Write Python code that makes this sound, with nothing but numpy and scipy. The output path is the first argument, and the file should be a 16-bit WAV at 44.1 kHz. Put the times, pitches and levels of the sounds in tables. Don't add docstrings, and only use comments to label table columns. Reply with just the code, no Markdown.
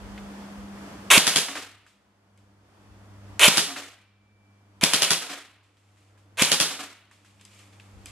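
import sys
import numpy as np
from scipy import signal
from scipy.fft import rfft, irfft, next_fast_len
from scipy.io import wavfile
from scipy.ndimage import uniform_filter1d

SR = 44100
rng = np.random.default_rng(int(sys.argv[2]) if len(sys.argv) > 2 else 0)


def output_pcm(signal):
    pcm = np.clip(np.atleast_2d(signal).T, -1, 1) * 32767
    wavfile.write(sys.argv[1], SR, np.round(pcm).astype(np.int16))


def level_to_linear(level):
    exponent = np.asarray(level, float) / 20
    return 10 ** exponent


N = 358047
T = np.arange(N) / SR
FFT_SIZE = next_fast_len(N)
HZ = np.fft.rfftfreq(FFT_SIZE, 1 / SR)

# [start t/s, ramp t/s, from level/dB, to level/dB, sag dB/s]
WIND_UPS = [
    (1.102, .012, -22.5, -11.5, 91),
    (3.395, .05, -23.5, -12, 220),
    (4.812, .018, -35, -26.5, -300),
    (6.372, .025, -37.5, -23, -130),
]
# [f/Hz, level over the grind/dB]
TOOTH_NOTES = [
    (2596, -5.5),
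    (2920, -5.5),
    (2300, -10.5),
    (2500, -12.5),
]
# [t/s, peak level/dB]
TRIGGER_BITES = [
    (1.1037, -6),
    (3.3945, -3.5),
    (4.8117, -15),
]
# [first shot t/s, gain drop/dB, running gear level/dB, trigger released t/s, pop
# level/dB]
BURSTS = [
    (1.183, 8.5, -36, 1.42, -18.5),
    (3.487, 10, -30.5, 3.57, -22.5),
    (4.8402, 8.5, -34.5, 5.15, -20),
    (6.427, 4, -32.5, 6.505, -16.5),
]
# [t/s, peak level/dB, thump level/dB, rattle level/dB]
SLAMS = [(1.178, -15, -33.5, 6), (1.2685, -11, -31, 0), (1.3597, -9.5, -29.5, -1.5),
         (3.479, -20.5, -29, 11.5), (3.5722, -9.5, -31, -0.5), (4.8375, -12, -32.5, 1),
         (4.9350, -10.5, -31.5, -2), (5.0207, -10, -33, -4), (5.106, -10, -28.5, -2.5),
         (6.4215, -10.5, -33, -1), (6.517, -9.5, -30.5, -1.5), (6.6012, -10, -29, -0.5)]
# [delay t/s, level/dB, t60/s]
STROKE_PARTS = [
    (-.0025, -7, .012),
    (0, 2, .015),
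    (.0078, 0, .016),
    (.0125, -3, .012),
    (.020, -8, .02),
    (.0262, -6, .02),
]
# [f/Hz, level/dB]
GEAR_COLOUR = [(120, -51.5), (200, -24), (642, -3.5), (756, -11), (976, -4.5), (1910, -7), (2300, 0.5),
               (2660, -3.5), (3250, -5), (3560, -5.5), (4850, -17.5), (7240, -11), (10400, -10),
               (13000, -19), (15600, -43)]
# [f/Hz, level/dB]
SLAM_COLOUR = [(88, -42), (150, -9), (279, -10.5), (396, -7.5), (596, -8), (1110, -8.5), (1700, -6),
               (2060, -9), (3230, -1.5), (6130, -5.5), (9950, -11.5), (14100, -24.5), (15600, -43.5)]
# [f/Hz, level/dB, t60/s]
CASING_MODES = [(1840, -6, 0.01), (3210, -4, .014), (4780, -5.5, 0.024), (10320, 4.5, 0.0066)]
# [f/Hz, level/dB, t60/s]
SHELL_MODES = [(161.5, -4, 0.27), (215, -1, 0.057), (269, 2, 0.069), (567, -4.5, 0.02), (900, -6, 0.027)]
# [t/s, peak level/dB, hollow ring level/dB, crack level/dB]
TARGET_HITS = [(1.481, -20.5, -50, -0.5), (1.552, -21.5, -53, -1.5), (1.568, -24, -57, 1),
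               (3.677, -32, -49.5, -4), (3.701, -28, -54, -3), (3.759, -20, -50.5, -3),
               (5.211, -20, -60, -13), (5.293, -19.5, -50, -7), (6.701, -21, -52.5, -12),
               (6.79, -20, -51.5, -8)]
# [f/Hz, level/dB]
SMACK_COLOUR = [(210, -12), (350, -8), (704, -7.5), (852, -12.5), (1210, -8), (1770, -8), (2760, -7.5),
                (8120, -13), (12100, -22.5), (15600, -42)]
# [f/Hz, level/dB, t60/s]
BACKSTOP_MODES = [(187, -10.5, 0.25), (278, 2.5, 0.33), (732, -1, 0.31), (1217, 0.5, 0.21)]
# [t/s, peak level/dB, centre f/Hz, after-hiss level/dB, treble level/dB]
SMALL_KNOCKS = [(0.1767, -33, 2200, -27, -38), (1.8647, -46.5, 1504, -6.5, -20),
                (2.3755, -55.5, 2186, -7, -11), (5.6294, -67, 2395, 4.5, -23),
                (5.7694, -61.5, 2880, -6, -14), (5.97, -60.5, 2020, -3.5, -20),
                (6.1754, -54.5, 1563, -7.5, -19.5), (7.112, -46.5, 1550, -6, -19),
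                (7.2474, -51.5, 1555, -4, -15), (7.397, -50.5, 2700, -15, -25),
                (7.4113, -46.5, 2750, -13, -9), (7.451, -44, 4700, -13, -6), (7.5088, -54, 2200, -7, -13),
                (7.529, -53, 2500, -12, -18.5), (7.546, -57.5, 7500, -12, -8), (7.5908, -48, 2833, -14, -9),
                (7.7279, -49.5, 3040, -13, -28), (7.798, -39.5, 2640, -18, -27),
                (8.0581, -38, 2436, -9, -3), (8.068, -43.5, 4420, -7.5, -11)]
# [f/Hz, level/dB, t60/s]
BUCKLE_MODES = [(3100, -10, .03), (5100, -7.5, .03), (6300, -3.5, 0.016), (7660, 6.5, 0.0072),
                (9400, -0.5, 0.012), (11400, -7, 0.0086)]
# [t/s, level/dB]
CLOTH_LEVEL = [(5.5, -87.5), (5.7, -81), (5.9, -67.5), (6.1, -68), (6.3, -85), (7.05, -78), (7.218, -70),
               (7.374, -67), (7.51, -61.5), (7.624, -55.5), (7.804, -68), (8.119, -58.5)]
# [f/Hz, level/dB]
CLOTH_COLOUR = [(590, -29.5), (1000, -12), (1240, -4), (1480, -13), (2230, -3), (3460, -6.5), (4060, -9),
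                (6210, -11), (7460, -8.5), (11800, -19), (15600, -42)]
# [t/s, note level/dB, octave level/dB]
HUM_LEVEL = [(0, -53, -45), (.3, -63, -44.5), (.6, -60, -42.5), (1.05, -56, -49), (1.75, -40, -55.5),
             (2.0, -56.5, -54), (2.4, -41, -50), (2.7, -50, -54.5), (3.1, -39, -49), (3.4, -41, -52.5),
             (3.8, -41, -51), (4.75, -41.5, -50), (5.3, -49.5, -53), (5.65, -42, -71), (6.3, -41.5, -55),
             (7.0, -43, -53), (7.8, -41.5, -51.5), (8.1, -43.5, -50)]
# [f/Hz, level/dB]
AIR_COLOUR = [(18, -44), (30, -22), (59, -7.5), (164, -16), (202, -8), (250, -16.5), (300, -9), (351, -16),
              (1020, -19.5), (9720, -36.5), (15600, -62)]
# [f/Hz, level/dB]
PORT_HISS_COLOUR = [(1060, -30.5), (1800, -7.5), (3450, -6), (3950, -11.5), (4480, -8), (7560, -12.5),
                    (10900, -17), (15600, -27.5)]
# [t/s, level/dB, t60/s]
FLOOR_BUMPS = [(0, -43, .4), (.56, -47, 0.66), (2.4, -73, 1.5), (2.87, -53, 0.52), (4.77, -62, 0.3),
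               (7.92, -47, 0.57), (8.03, -54, 0.41)]
# [creep starts t/s, depth level/dB]
GAIN_RECOVERY = [
    (2.1, -22),
    (4.15, -24),
    (5.65, -24),
    (7.05, -22.5),
]
# [f/Hz, t60/s]
SHED_DECAY = [(200, 0.13), (1000, 0.21), (3000, 0.24), (8000, 0.27), (15000, 0.39)]
# [f/Hz, phase/rad]
PORT_LEAD = [(0, 0), (2100, -.2), (3400, -.8), (4800, -3), (6500, -3.1), (9000, -6.3), (16000, -6.3)]


def gears():
    treble_db, brighten = -2.5, 0.28
    climb_hz_per_s, waver = 1500, .015
    clicks = rng.standard_normal((2, N)) * level_to_linear(1.2 * rng.exponential(size=N)) * level_to_linear(0.87 * walk(300))
    grind = ports(*colour(unit(clicks), GEAR_COLOUR), 0.95, 7800)
    low = unit(band(grind, 200, 4600))
    high = -unit(band(grind, 4600, 18000))

    bites = sum(fade(at, db - 12, 0.0016) for at, db in TRIGGER_BITES)
    out = bites * (high + 0.35 * low)
    for wind_up, burst, (hz, tooth_db) in zip(WIND_UPS, BURSTS, TOOTH_NOTES):
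        start, ramp, from_db, to_db, sag = wind_up
        first_shot, drop_db, run_db, release, _ = burst
        winding_s = np.clip(T - start, 0, .1)
        load_db = np.interp(T, [start, start + ramp], [from_db, to_db])
        load_db = load_db - sag * np.clip(T - start - ramp, 0, .1)
        wind = (T > start) * (T <= first_shot) * level_to_linear(load_db - drop_db - 0.5)
        run = (T > first_shot) * level_to_linear(run_db - 60 * np.clip(T - release, 0, None) / 0.081)

        pitch = (hz + climb_hz_per_s * winding_s) * (1 + waver * walk(200))
        out += wind * level_to_linear(tooth_db + 3.0 * walk(150)) * np.sin(2 * np.pi * np.cumsum(pitch) / SR)
        wind_treble = wind * level_to_linear(treble_db + brighten * (load_db + 10.5))
        out += low * (wind + run) + high * (wind_treble + run * level_to_linear(-4.0))
    return out


def shots():
    knocks, rings, rattle, thumps = np.zeros((4, N))
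    scatter = rng.standard_normal((len(SLAMS), len(STROKE_PARTS)))
    for (at, db, thump_db, rattle_db), chances in zip(SLAMS, scatter):
        for (lag, part_db, t60), chance in zip(STROKE_PARTS, chances):
            knocks += fade(at + lag, db + part_db + .7 * chance, t60, rise=0.00044)
            rings += ring(at + lag, db + part_db + 0.79 * chance, CASING_MODES, 0.0013)
        rattle = np.hypot(rattle, fade(at + 0.0013, db + rattle_db - 9.5, 0.48, rise=0.0035))
        thumps += ring(at + 0.0061, thump_db, SHELL_MODES, 0.00055)
    hit, other, near, far = colour(rng.standard_normal((4, N)), SLAM_COLOUR)
    clack = ports(knocks * hit + rings, 1.5 * knocks * other, 0.94, 5000, turned=0.97)
    return clack, rattle * ports(near, far, 0.96, 5000, turned=0.9), thumps


def burst_pops():
    lead_s, width_s, echo_s, echo_db = .0053, .0014, .0102, -6
    pops = np.zeros(N)
    for first_shot, *_, pop_db in BURSTS:
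        for lag, db in (0, 0), (echo_s, echo_db):
            t = (T - first_shot + lead_s - lag) / width_s
            pops += level_to_linear(pop_db + db + 6.0) * -t * np.exp(-t ** 2)
    return pops


def target():
    hiss, echo, crack, note = np.zeros((4, N))
    for at, db, ring_db, crack_db in TARGET_HITS:
        hiss = np.hypot(hiss, fade(at, db - 14, .45, rise=.007))
        echo = np.hypot(echo, fade(at, db - 29.0, 1.1, rise=0.0067))
        crack += fade(at, db + crack_db, 0.044, rise=0.0055)
        note += ring(at + 0.00416, ring_db + 8.0, BACKSTOP_MODES, 0.0024)
    yard = ports(*colour(rng.standard_normal((2, N)), SMACK_COLOUR), 1.0, 2600)
    blur = hiss * level_to_linear(2.0 * walk(150)) * yard + echo * band(yard, 700, 4100)
    return blur + crack * unit(band(rng.standard_normal(N), 900, 2600)) + note


def knocks_and_cloth():
    knocks, after = np.zeros((2, N))
    noise = rng.standard_normal(N)
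    for at, db, hz, after_db, treble_db in SMALL_KNOCKS:
        body = unit(band(noise, hz / 1.8, hz * 1.4))
        knocks += fade(at, db - 8.0, 0.059) * body
        knocks += ring(at, db - 0.5, [(hz, 0, .012)], .0003)
        knocks += ring(at, db + treble_db + 6.5, BUCKLE_MODES, 0.0002576)
        after += fade(at, db + after_db - 6.0, 0.44, rise=0.0039)
    t, db = np.transpose(CLOTH_LEVEL)
    grains = rng.standard_normal((2, N)) * level_to_linear(2 * rng.exponential(size=(2, N)))
    level = after + level_to_linear(np.interp(T, t, db, left=-150) - 4.5 + .9 * walk(49))
    rustle = ports(*unit(colour(grains, CLOTH_COLOUR)) * level, 0.87, 3500)
    return knocks + shed(knocks, -8) + rustle


def room_air():
    mid, side = colour(rng.standard_normal((2, N)), AIR_COLOUR)
    low = band(mid, 110, 2000) + 0.65 * band(side, 500, 2000) * np.array([[1], [-1]])
    low = low / np.std(band(mid, 480, 920))
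    hiss = colour(rng.standard_normal((2, N)), PORT_HISS_COLOUR) * level_to_linear(-2.5)
    return level_to_linear(-53 + gain_db() + .8 * walk(9.5)) * (low + hiss)


def mains_hum():
    hum_hz, third_db = 100.1, -20
    t, *columns = np.transpose(HUM_LEVEL)
    duck = sum((T > shot) & (T < release + .05) for shot, _, _, release, _ in BURSTS)
    note_db, octave_db = (np.interp(T, t, column) + gain_db() - 8.3 * duck for column in columns)
    turn = 2 * np.pi * np.cumsum(hum_hz * (1 + 0.0031 * walk(8.2))) / SR
    note = np.sin(turn) + level_to_linear(third_db) * np.sin(3 * turn + 1)
    octave = np.sin(2 * turn + 0.24)
    return level_to_linear(note_db + 1.0 * walk(15)) * note + level_to_linear(octave_db + 0.84 * walk(13)) * octave


def floor_rumble():
    bumps = sum(fade(at, db, t60, rise=.02) for at, db, t60 in FLOOR_BUMPS)
    level = level_to_linear(-57 + gain_db() + 3.0 * walk(6)) + bumps
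    near, far = unit(band(rng.standard_normal((2, N)), 49, 80)) * level
    return ports(near, far, 0.29, 5000)


def whine():
    whine_hz, whine_db = 2331, -79
    swell = np.interp(T, [3.9, 4.0, 4.5, 4.81], [0.025, 1.1, 1.2, 0.5], right=0)
    return level_to_linear(whine_db + 2 * walk(8.1)) * np.sin(2 * np.pi * whine_hz * T) * swell


def background():
    left, right = room_air() + np.sqrt(2) * (mains_hum() + whine()) + floor_rumble()
    return np.array([np.roll(left, 4), right])


def shed(x, wet_db):
    t, tails = T[:int(.9 * SR)], 0
    decay_hz, decay_s = np.transpose(SHED_DECAY)
    for hz in 90 * 2 ** np.arange(0, 7.6, .5):
        t60 = np.interp(np.log(hz), np.log(decay_hz), decay_s)
        mid, side = band(rng.standard_normal((2, len(t))), hz / 1.19, hz * 1.19)
        spread = min(hz / 5300.0, 1) * side * np.array([[1], [-1]])
        tails = tails + level_to_linear(-60 * t / t60) * (mid + spread)
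    tails = tails * (1 - np.exp(-t / 0.0018)) / np.sqrt(np.sum(tails ** 2) / 2)
    return level_to_linear(wet_db) * signal.fftconvolve(x[None], tails, axes=1)[:, :N]


def ports(near, far, like, split_hz, turned=0):
    like = np.clip(like, 0, 1) * (.3 + .7 / (1 + (HZ / split_hz) ** 4))
    turn = np.exp(1j * turned * np.interp(HZ, *np.transpose(PORT_LEAD)))
    left = like * turn * rfft(near, FFT_SIZE) + np.sqrt(1 - like ** 2) * rfft(far, FFT_SIZE)
    return np.array([irfft(left, FFT_SIZE)[:N], near])


def gain_db():
    creep_db_per_s = 12
    out = np.zeros(N)
    for (first_shot, *_), (creep, depth_db) in zip(BURSTS, GAIN_RECOVERY):
        recovering = depth_db + creep_db_per_s * np.clip(T - creep, 0, None)
        out = np.where(T > first_shot, np.minimum(0, recovering), out)
    return out


def ring(at, db, modes, rise):
    hz, mode_db, t60 = np.transpose(modes)[:, :, None]
    hz = hz * (1 + .025 * rng.standard_normal(hz.shape))
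    out, span = np.zeros(N), slice(int(at * SR) + 1, int((at + 2 * t60.max()) * SR))
    t = T[span] - at
    tones = level_to_linear(db + mode_db - 60 * t / t60) * np.sin(2 * np.pi * hz * t)
    out[span] = np.sum(tones, axis=0) * (1 - np.exp(-t / rise))
    return out


def fade(at, db, t60, rise=0.00039):
    out, t60 = np.zeros(N), max(t60, .003)
    span = slice(int(at * SR) + 1, int((at + 2 * t60) * SR))
    t = T[span] - at
    out[span] = level_to_linear(db - 60 * t / t60) * (1 - np.exp(-t / rise))
    return out


def walk(rate):
    k = int(SR / rate)
    steps = np.repeat(rng.standard_normal(N // k + 1), k)
    return unit(uniform_filter1d(uniform_filter1d(steps, k), k)[:N])


def colour(x, points):
    hz, db = np.transpose(points)
    gain = level_to_linear(np.interp(np.log(HZ + 1), np.log(hz), db, left=-90, right=-90))
    return irfft(rfft(x, FFT_SIZE) * unit(gain), FFT_SIZE)[..., :N]


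def band(x, lo_hz, hi_hz):
    sos = signal.butter(2, [lo_hz, min(hi_hz, .45 * SR)], "band", fs=SR, output="sos")
    return signal.sosfilt(sos, x)


def unit(x):
    return x / np.sqrt(np.mean(x ** 2))


def scene():
    left_db = -1
    grind, (clack, rattle, thumps), pops = gears(), shots(), burst_pops()
    room = shed(grind[1] + clack[1], -4) + shed(thumps, -14.0)
    gun = band(grind + clack + rattle + thumps + room, 110, 20000)
    gun = gun + band(pops, 170, 5000) + 0.27 * pops
    open_db = 0
    for first_shot, drop_db, *_ in BURSTS:
        falling = np.exp(-np.clip(T - first_shot, 0, None) / .0008)
        open_db = open_db + drop_db * (T > first_shot - .2) * falling
    return gun * level_to_linear(open_db + [[left_db], [0]]) + target() + knocks_and_cloth() + background()


def roll_off(x):
    return signal.sosfilt(signal.butter(12, 15710, fs=SR, output="sos"), x)


def record(dry):
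    low_pass = signal.ellip(10, .2, 80, 15700, fs=SR, output="sos")
    mix = signal.sosfilt(low_pass, np.clip(dry, -1, 1))
    return roll_off(np.clip(mix, -1, 1))


dry = scene()
out = record(dry)
output_pcm(out)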